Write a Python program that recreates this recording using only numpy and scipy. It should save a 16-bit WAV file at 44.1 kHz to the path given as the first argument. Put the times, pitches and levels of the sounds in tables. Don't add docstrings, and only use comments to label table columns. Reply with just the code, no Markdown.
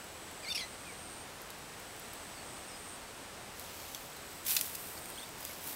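import sys
import numpy as np
from scipy import signal
from scipy.fft import rfft, irfft, next_fast_len
from scipy.io import wavfile
from scipy.ndimage import map_coordinates

SR = 44100
rng = np.random.default_rng(int(sys.argv[2]) if len(sys.argv) > 2 else 0)


def gain_from_db(level_db):
    decades = np.asarray(level_db, float) / 20
    return 10 ** decades


def transcribe(u):
    v = np.clip(np.atleast_2d(u).T, -1, 1)
    q = np.round(v * 32767).astype(np.int16)
    wavfile.write(sys.argv[1], SR, q)


N = 253575

# frequency in Hz, level in dB per Hz.
AIR_SPECTRUM = [(15, -35), (25, -6.5), (70, -3.5), (300, -3.5), (700, -3), (1200, -5.5), (2000, -8),
                (4500, -13), (7300, -15.5), (7800, -14), (9200, -14), (9900, -18.5), (13000, -22.5),
                (16500, -25)]
AIR_DB = -48
HUM_HZ, HUM_DB = 82, -67.5

# start in seconds, second wind in seconds, cut in seconds,
# belly level in dB, level in dB of the neighbours left after the cut.
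CICADA_PHRASES = [
    (-.05, .75, 1.24, -57, -72),
    (1.7, 2.7, 2.963, -59, -63),
    (3.9, 4.8, 5.243, -60, -64),
    (5.75, 6.6, 7, -59, -65),
]
DRUM_LOW_HZ, DRUM_HIGH_HZ, DRUM_AFTER_HZ = 8100, 8690, 8480
CLIMB = .75
FRESH_PER_S, TIRED_PER_S, SPENT_PER_S = 125, 114, 106
RECOVER_S = .22
DRUM_START_DB, SWELL_DB, DRUM_DB = -72, -61, -54
SWELL_SHARE = .38
BELLY_HZ, BELLY_START_DB = 7880, -5

# frequency in Hz, level in dB per Hz.
CHAFF_SPECTRUM = [(5000, -33), (8000, -5.5), (11000, -2), (13500, 0.5), (15200, -1.5), (16500, -8)]
# frequency in Hz, level in dB per Hz.
STALK_SPECTRUM = [(600, -40), (1300, -10.5), (2600, -1.5), (5000, 0), (7500, -1.5), (11000, -32)]
# peak in seconds, level in dB, seconds to rise 10 dB,
# seconds to fall 10 dB, coarse stalks over fine chaff in dB.
HAND_STROKES = [(.3, -68, 1, 1, -8), (1.45, -69, .2, .4, -6), (2.05, -64, .4, .25, -10),
                (2.8, -68, .8, .7, -11), (3.63, -55, .09, .6, -.5), (3.92, -54, .25, .25, -2),
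                (4.34, -57, .12, .2, -4), (4.47, -39, .012, .04, -7), (4.507, -31.5, .04, .078, -6.8),
                (4.65, -43, .07, .11, -6.5), (4.7505, -36.5, .002, .009, -5), (4.85, -48, .15, .2, -6.5),
                (5.2, -57, .3, .2, -3), (5.46, -49.5, .09, .12, -4), (5.57, -55, .1, .1, -4),
                (5.7, -42.5, .085, .08, -7)]
FALL_SHAPE = 1.4

# start in seconds, peak in dB, body over peak in dB.
STALK_SNAPS = [(0.0417, -41, -8), (0.3131, -43, -13), (0.9222, -45, -5), (1.4166, -37, -16),
               (1.5029, -35, -8), (1.5854, -45, -10), (1.7992, -38, -13), (1.9633, -42, -8),
               (1.9963, -36.5, -15), (2.0841, -45, -9), (2.134, -34, -12), (3.5955, -32, -17),
               (3.7703, -40, -7), (3.8144, -37, -9), (3.9468, -30, -3.5), (4.1658, -41, -7),
               (4.329, -39, -12),
               (4.4507, -32, -12), (4.4645, -23, -10), (4.481, -28, -7), (4.5004, -27, -18),
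                (4.5064, -19, -13), (4.5504, -20, -14), (4.5652, -13.5, -4.5), (4.569, -25, -4),
                (4.5754, -29, -12), (4.591, -26, -9), (4.6107, -15.5, -12), (4.9754, -40, -3),
                (5.0566, -36, -9), (5.0876, -39, -12), (5.1012, -32, -15), (5.1576, -38, -7),
                (5.2299, -40, -7), (5.2903, -39, -12), (5.3831, -41, -8), (5.405, -31, -15),
                (5.428, -38, -13), (5.4502, -25.5, -10), (5.5094, -41, -5), (5.5313, -38, -5),
                (5.675, -31, -14)]
SNAP_T60_S = .011
THICK_DB, THICK_RINGS = -19, .05

# frequency in Hz, gain in dB.
THROAT = [(1500, -34), (2000, -2.5), (2700, -1), (3600, -2), (5300, 0.5), (6500, -12), (7500, -22),
          (10500, -13), (12300, -28), (13500, -21), (15500, -34)]
# start in seconds, length in seconds, from Hz, to Hz, level in dB.
CLEAR_SYLLABLES = [
    (0.465, .018, 2040, 2190, -44),
    (.482, .019, 2210, 2420, -39.5),
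    (0.607, 0.0228, 2177, 1976, -41.5),
    (0.629, .017, 1990, 2014, -44),
    (.645, 0.011, 2040, 2100, -48),
]
# start in seconds, length in seconds, from Hz, to Hz, level in dB.
HUSKY_SYLLABLES = [
    (0.429, .022, 2400, 2400, -50),
    (0.446, 0.021, 2340, 2050, -47),
    (0.548, 0.0038, 2540, 2740, -34),
    (0.572, 0.0197, 2330, 2346, -40),
    (0.589, 0.015, 3310, 3340, -41),
]
# start in seconds, length in seconds, from Hz, to Hz, level in dB.
HARSH_SYLLABLES = [
    (.5225, 0.0085, 2800, 2790, -37),
    (0.5532, 0.0046, 2640, 2760, -32.5),
    (0.5577, 0.0077, 2760, 2690, -35),
    (0.563, .009, 2650, 2560, -36.5),
]
# start in seconds, length in seconds, from Hz, to Hz, level in dB.
BROKEN_SYLLABLES = [
    (.572, .012, 3500, 3200, -44),
    (0.599, 0.015, 2500, 2180, -41.5),
]
RASP = (.15, .32, .42, .9)
# frequency in Hz, level in dB.
BUZZ_PARTIALS = [(2681, -54), (3585, -41), (4490, -42), (5378, -52), (6277, -56), (8947, -63), (9857, -60),
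                 (10745, -58), (11649, -60), (14300, -66)]
BUZZ_START_S, BUZZ_LENGTH_S = .498, 0.029

# start in seconds, length in seconds, from Hz, to Hz, level in dB.
HOOKS = [
    (2.329, .095, 5400, 4680, -60.5),
    (2.685, .095, 5550, 5150, -60),
    (3.07, .06, 4600, 4500, -65),
    (5.405, 0.095, 5300, 4900, -57.5),
]
# start in
# seconds, length in seconds, from Hz, to Hz, level in dB.
GLIDES = [(.83, .03, 1800, 2480, -60), (0.856, .075, 2540, 2080, -54.5), (4.165, .012, 4200, 3900, -55),
          (4.974, 0.0074, 5150, 4150, -49), (5.155, .02, 4200, 4210, -58), (5.174, .026, 2980, 3800, -50),
          (5.195, .017, 4400, 4250, -51), (5.208, 0.039, 3195, 3800, -52), (5.243, .03, 4520, 4760, -63),
          (5.493, 0.026, 2220, 2140, -56.5), (3.69, .03, 2300, 3900, -60)]
HOOK_HALFWAY, GLIDE_HALFWAY = 1.25, .48

MIC_TOP_HZ = 15780


def unit(x):
    return x / np.sqrt(np.mean(x ** 2) + 1e-20)


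def curves(rows):
    s, *columns = np.transpose(rows)
    return [np.interp(np.arange(N) / SR, s, column) for column in columns]


def gain(points, hz):
    f, db = np.transpose(points)
    return gain_from_db(np.interp(np.log(hz + 1), np.log(f), db))


def noise(points):
    m = next_fast_len(N + 8192)
    spectrum = rfft(rng.standard_normal(m)) * gain(points, np.fft.rfftfreq(m, 1 / SR))
    return unit(irfft(spectrum, m)[:N])


def wobble(rate):
    knots = rng.standard_normal(int(N * rate / SR) + 4)
    return map_coordinates(knots, [np.arange(N) * rate / SR])


def tone(hz):
    return np.sin(np.cumsum(2 * np.pi * hz / SR))


def add(track, s, sound):
    part = track[round(s * SR):][:len(sound)]
    part += sound[:len(part)]


def air():
    hum = tone(HUM_HZ * (1 + 0.0304 * wobble(6)))
    hiss_gain = gain_from_db(AIR_DB + 0.31 * wobble(1.47) + 0.15 * wobble(8))
    hum_gain = gain_from_db(HUM_DB + 1.5 + 1.6 * wobble(3.96))
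    return hiss_gain * noise(AIR_SPECTRUM) + hum_gain * hum


def phrases():
    pitch, pace, level = [], [], []
    for start, wind, cut, belly_db, after_db in CICADA_PHRASES:
        length, gone = cut - start, cut + .007
        for u in np.linspace(0, 1, 6):
            pitch.append((start + u * length, DRUM_LOW_HZ + (DRUM_HIGH_HZ - DRUM_LOW_HZ) * u ** CLIMB))
        pitch.append((gone, DRUM_AFTER_HZ))
        pace += [(start, FRESH_PER_S), (wind - RECOVER_S, TIRED_PER_S)]
        pace += [(wind, FRESH_PER_S), (cut, SPENT_PER_S)]
        level += [(start, DRUM_START_DB, belly_db + BELLY_START_DB),
                  (start + SWELL_SHARE * length, SWELL_DB, belly_db),
                  (cut, DRUM_DB, after_db + 1.5),
                  (gone, after_db, after_db - 4)]
    return curves(pitch) + curves(pace) + curves(level)


def cicada():
    hz, rate, drum_db, belly_db = phrases()
    beat = np.cumsum(rate * (1 + 0.018 * wobble(25)) / SR) % 1
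    pulse = np.sin(np.pi * np.clip(beat / .8, 0, 1) ** .75) ** 1.2
    drum = tone(hz * (1 + .11 * (.35 - beat) + .003 * wobble(120)))
    belly = noise([(BELLY_HZ - 500, -30), (BELLY_HZ - 150, 0), (BELLY_HZ + 200, 0), (BELLY_HZ + 600, -30)])
    drumming = gain_from_db(drum_db + 1.6 * wobble(60)) * unit(pulse * drum)
    return drumming + gain_from_db(belly_db) * unit((pulse + 0.37) * belly)


def strokes():
    s, db, rise, fall, stalk_db = np.transpose(HAND_STROKES)[..., None]
    late = np.arange(N) / SR - s
    swell_db = 10 * (np.maximum(-late, 0) / rise) ** 2
    fade_db = 10 * (np.maximum(late, 0) / fall) ** FALL_SHAPE
    power = gain_from_db(db - swell_db - fade_db) ** 2
    return np.sqrt(power.sum(axis=0)), np.sqrt((power * gain_from_db(stalk_db) ** 2).sum(axis=0))


def crackle(per_s, spread_db, t60):
    sizes = gain_from_db(spread_db * np.minimum(rng.exponential(size=N), 4))
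    hits = (rng.random(N) < per_s / SR) * sizes
    power = signal.lfilter([1], [1, -gain_from_db(-120 / (t60 * SR))], hits ** 2)
    return unit(np.sqrt(power + 0.78))


def straw():
    chaff, stalk = strokes()
    cracks = crackle(per_s=900, spread_db=2.6, t60=.004)
    return cracks * (chaff * noise(CHAFF_SPECTRUM) + stalk * noise(STALK_SPECTRUM))


def snaps():
    fine, body, t = np.zeros(N), np.zeros(N), np.arange(SR // 10) / SR
    for s, db, body_db in (*STALK_SNAPS,):
        t60 = SNAP_T60_S * (1 + THICK_RINGS * gain_from_db(db + body_db - THICK_DB))
        rise = 1 - np.exp(-(t / (0.06 * t60)) ** 2)
        add(fine, s, gain_from_db(db - 1.0 - 60 * t / t60) * rise)
        add(body, s, gain_from_db(db + 1 + body_db - 60 * t / (1.62 * t60)) * rise)
    return fine * noise(CHAFF_SPECTRUM) + body * noise(STALK_SPECTRUM)


def syllable(length, hz0, hz1, db, rasp, shake, flutter):
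    u = np.linspace(0, 1, length)
    hz = (hz0 + (hz1 - hz0) * u) * (1 + 0.095 * rasp * shake)
    phase = np.cumsum(2 * np.pi * hz / SR)
    bright_db = 0.12 * (db + 41)
    stack = np.zeros(length)
    for k in range(2, int(46000 / hz0)):
        strength = (.9 * rasp if k % 3 else 1) * gain_from_db(bright_db * k)
        stack += strength * gain(THROAT, k * hz / 3) * np.sin(k * phase / 3 + k * k)
    return gain_from_db(db + 4.1 * rasp * flutter) * unit(stack) * np.clip(9 * u * (1 - u), 0, 1)


def parrot_buzz():
    t = np.arange(round(BUZZ_LENGTH_S * SR)) / SR
    u = t / t[-1]
    drift = np.cumsum(1 + .012 * wobble(200)[:len(t)]) / SR
    buzz = np.zeros(len(t))
    for k, (hz, db) in enumerate(BUZZ_PARTIALS):
        flutter = gain_from_db(2.5 * wobble(150)[:len(t)])
        buzz += gain_from_db(db + 3.5) * flutter * np.sin(2 * np.pi * hz * drift + k * k)
    return buzz * np.clip(7 * u * (1 - u), 0, 1)


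def parrot():
    out, shake, flutter = np.zeros(N), wobble(900), wobble(500)
    voices = (CLEAR_SYLLABLES, HUSKY_SYLLABLES, HARSH_SYLLABLES, BROKEN_SYLLABLES)
    for voice, rasp in zip(voices, RASP):
        for s, length_s, hz0, hz1, db in voice:
            start, length = round(s * SR), round(length_s * SR)
            here = slice(start, start + length)
            add(out, s, syllable(length, hz0, hz1, db, rasp, shake[here], flutter[here]))
    add(out, BUZZ_START_S, parrot_buzz())
    return out


def far_birds():
    out, quaver = np.zeros(N), 1 + .006 * wobble(300)
    for calls, halfway in ((HOOKS, HOOK_HALFWAY), (GLIDES, GLIDE_HALFWAY)):
        for s, length, hz0, hz2, db in calls:
            hz1 = hz0 + halfway * (hz2 - hz0)
            u = np.linspace(-1, 1, round(length * SR))
            hz = hz1 + (hz2 - hz0) / 2 * u + ((hz0 + hz2) / 2 - hz1) * u ** 2
            whistle = tone(hz * quaver[round(s * SR):][:len(u)])
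            add(out, s, gain_from_db(db + 4.0) * whistle * np.sqrt(1 - u ** 2))
    return out * gain_from_db(1.8 * wobble(90))


def garden(x):
    t = np.arange(SR // 5) / SR
    tail = rng.standard_normal(len(t)) * gain_from_db(-60 * t / 0.14) * (t > .003)
    return signal.fftconvolve(x, tail / np.linalg.norm(tail))[:N]


def scene():
    scattered = parrot() + far_birds() + snaps()
    mono = scattered + gain_from_db(-9) * garden(scattered) + straw() + cicada() + air()
    return np.array([mono, mono])


def low_pass(x):
    return signal.sosfilt(signal.butter(12, 17000, fs=SR, output="sos"), x)


def record(dry):
    heard = rfft(dry) * (np.fft.rfftfreq(N, 1 / SR) < MIC_TOP_HZ)
    mix = irfft(heard, N)
    return low_pass(mix)


dry = scene()
out = record(dry)
transcribe(out)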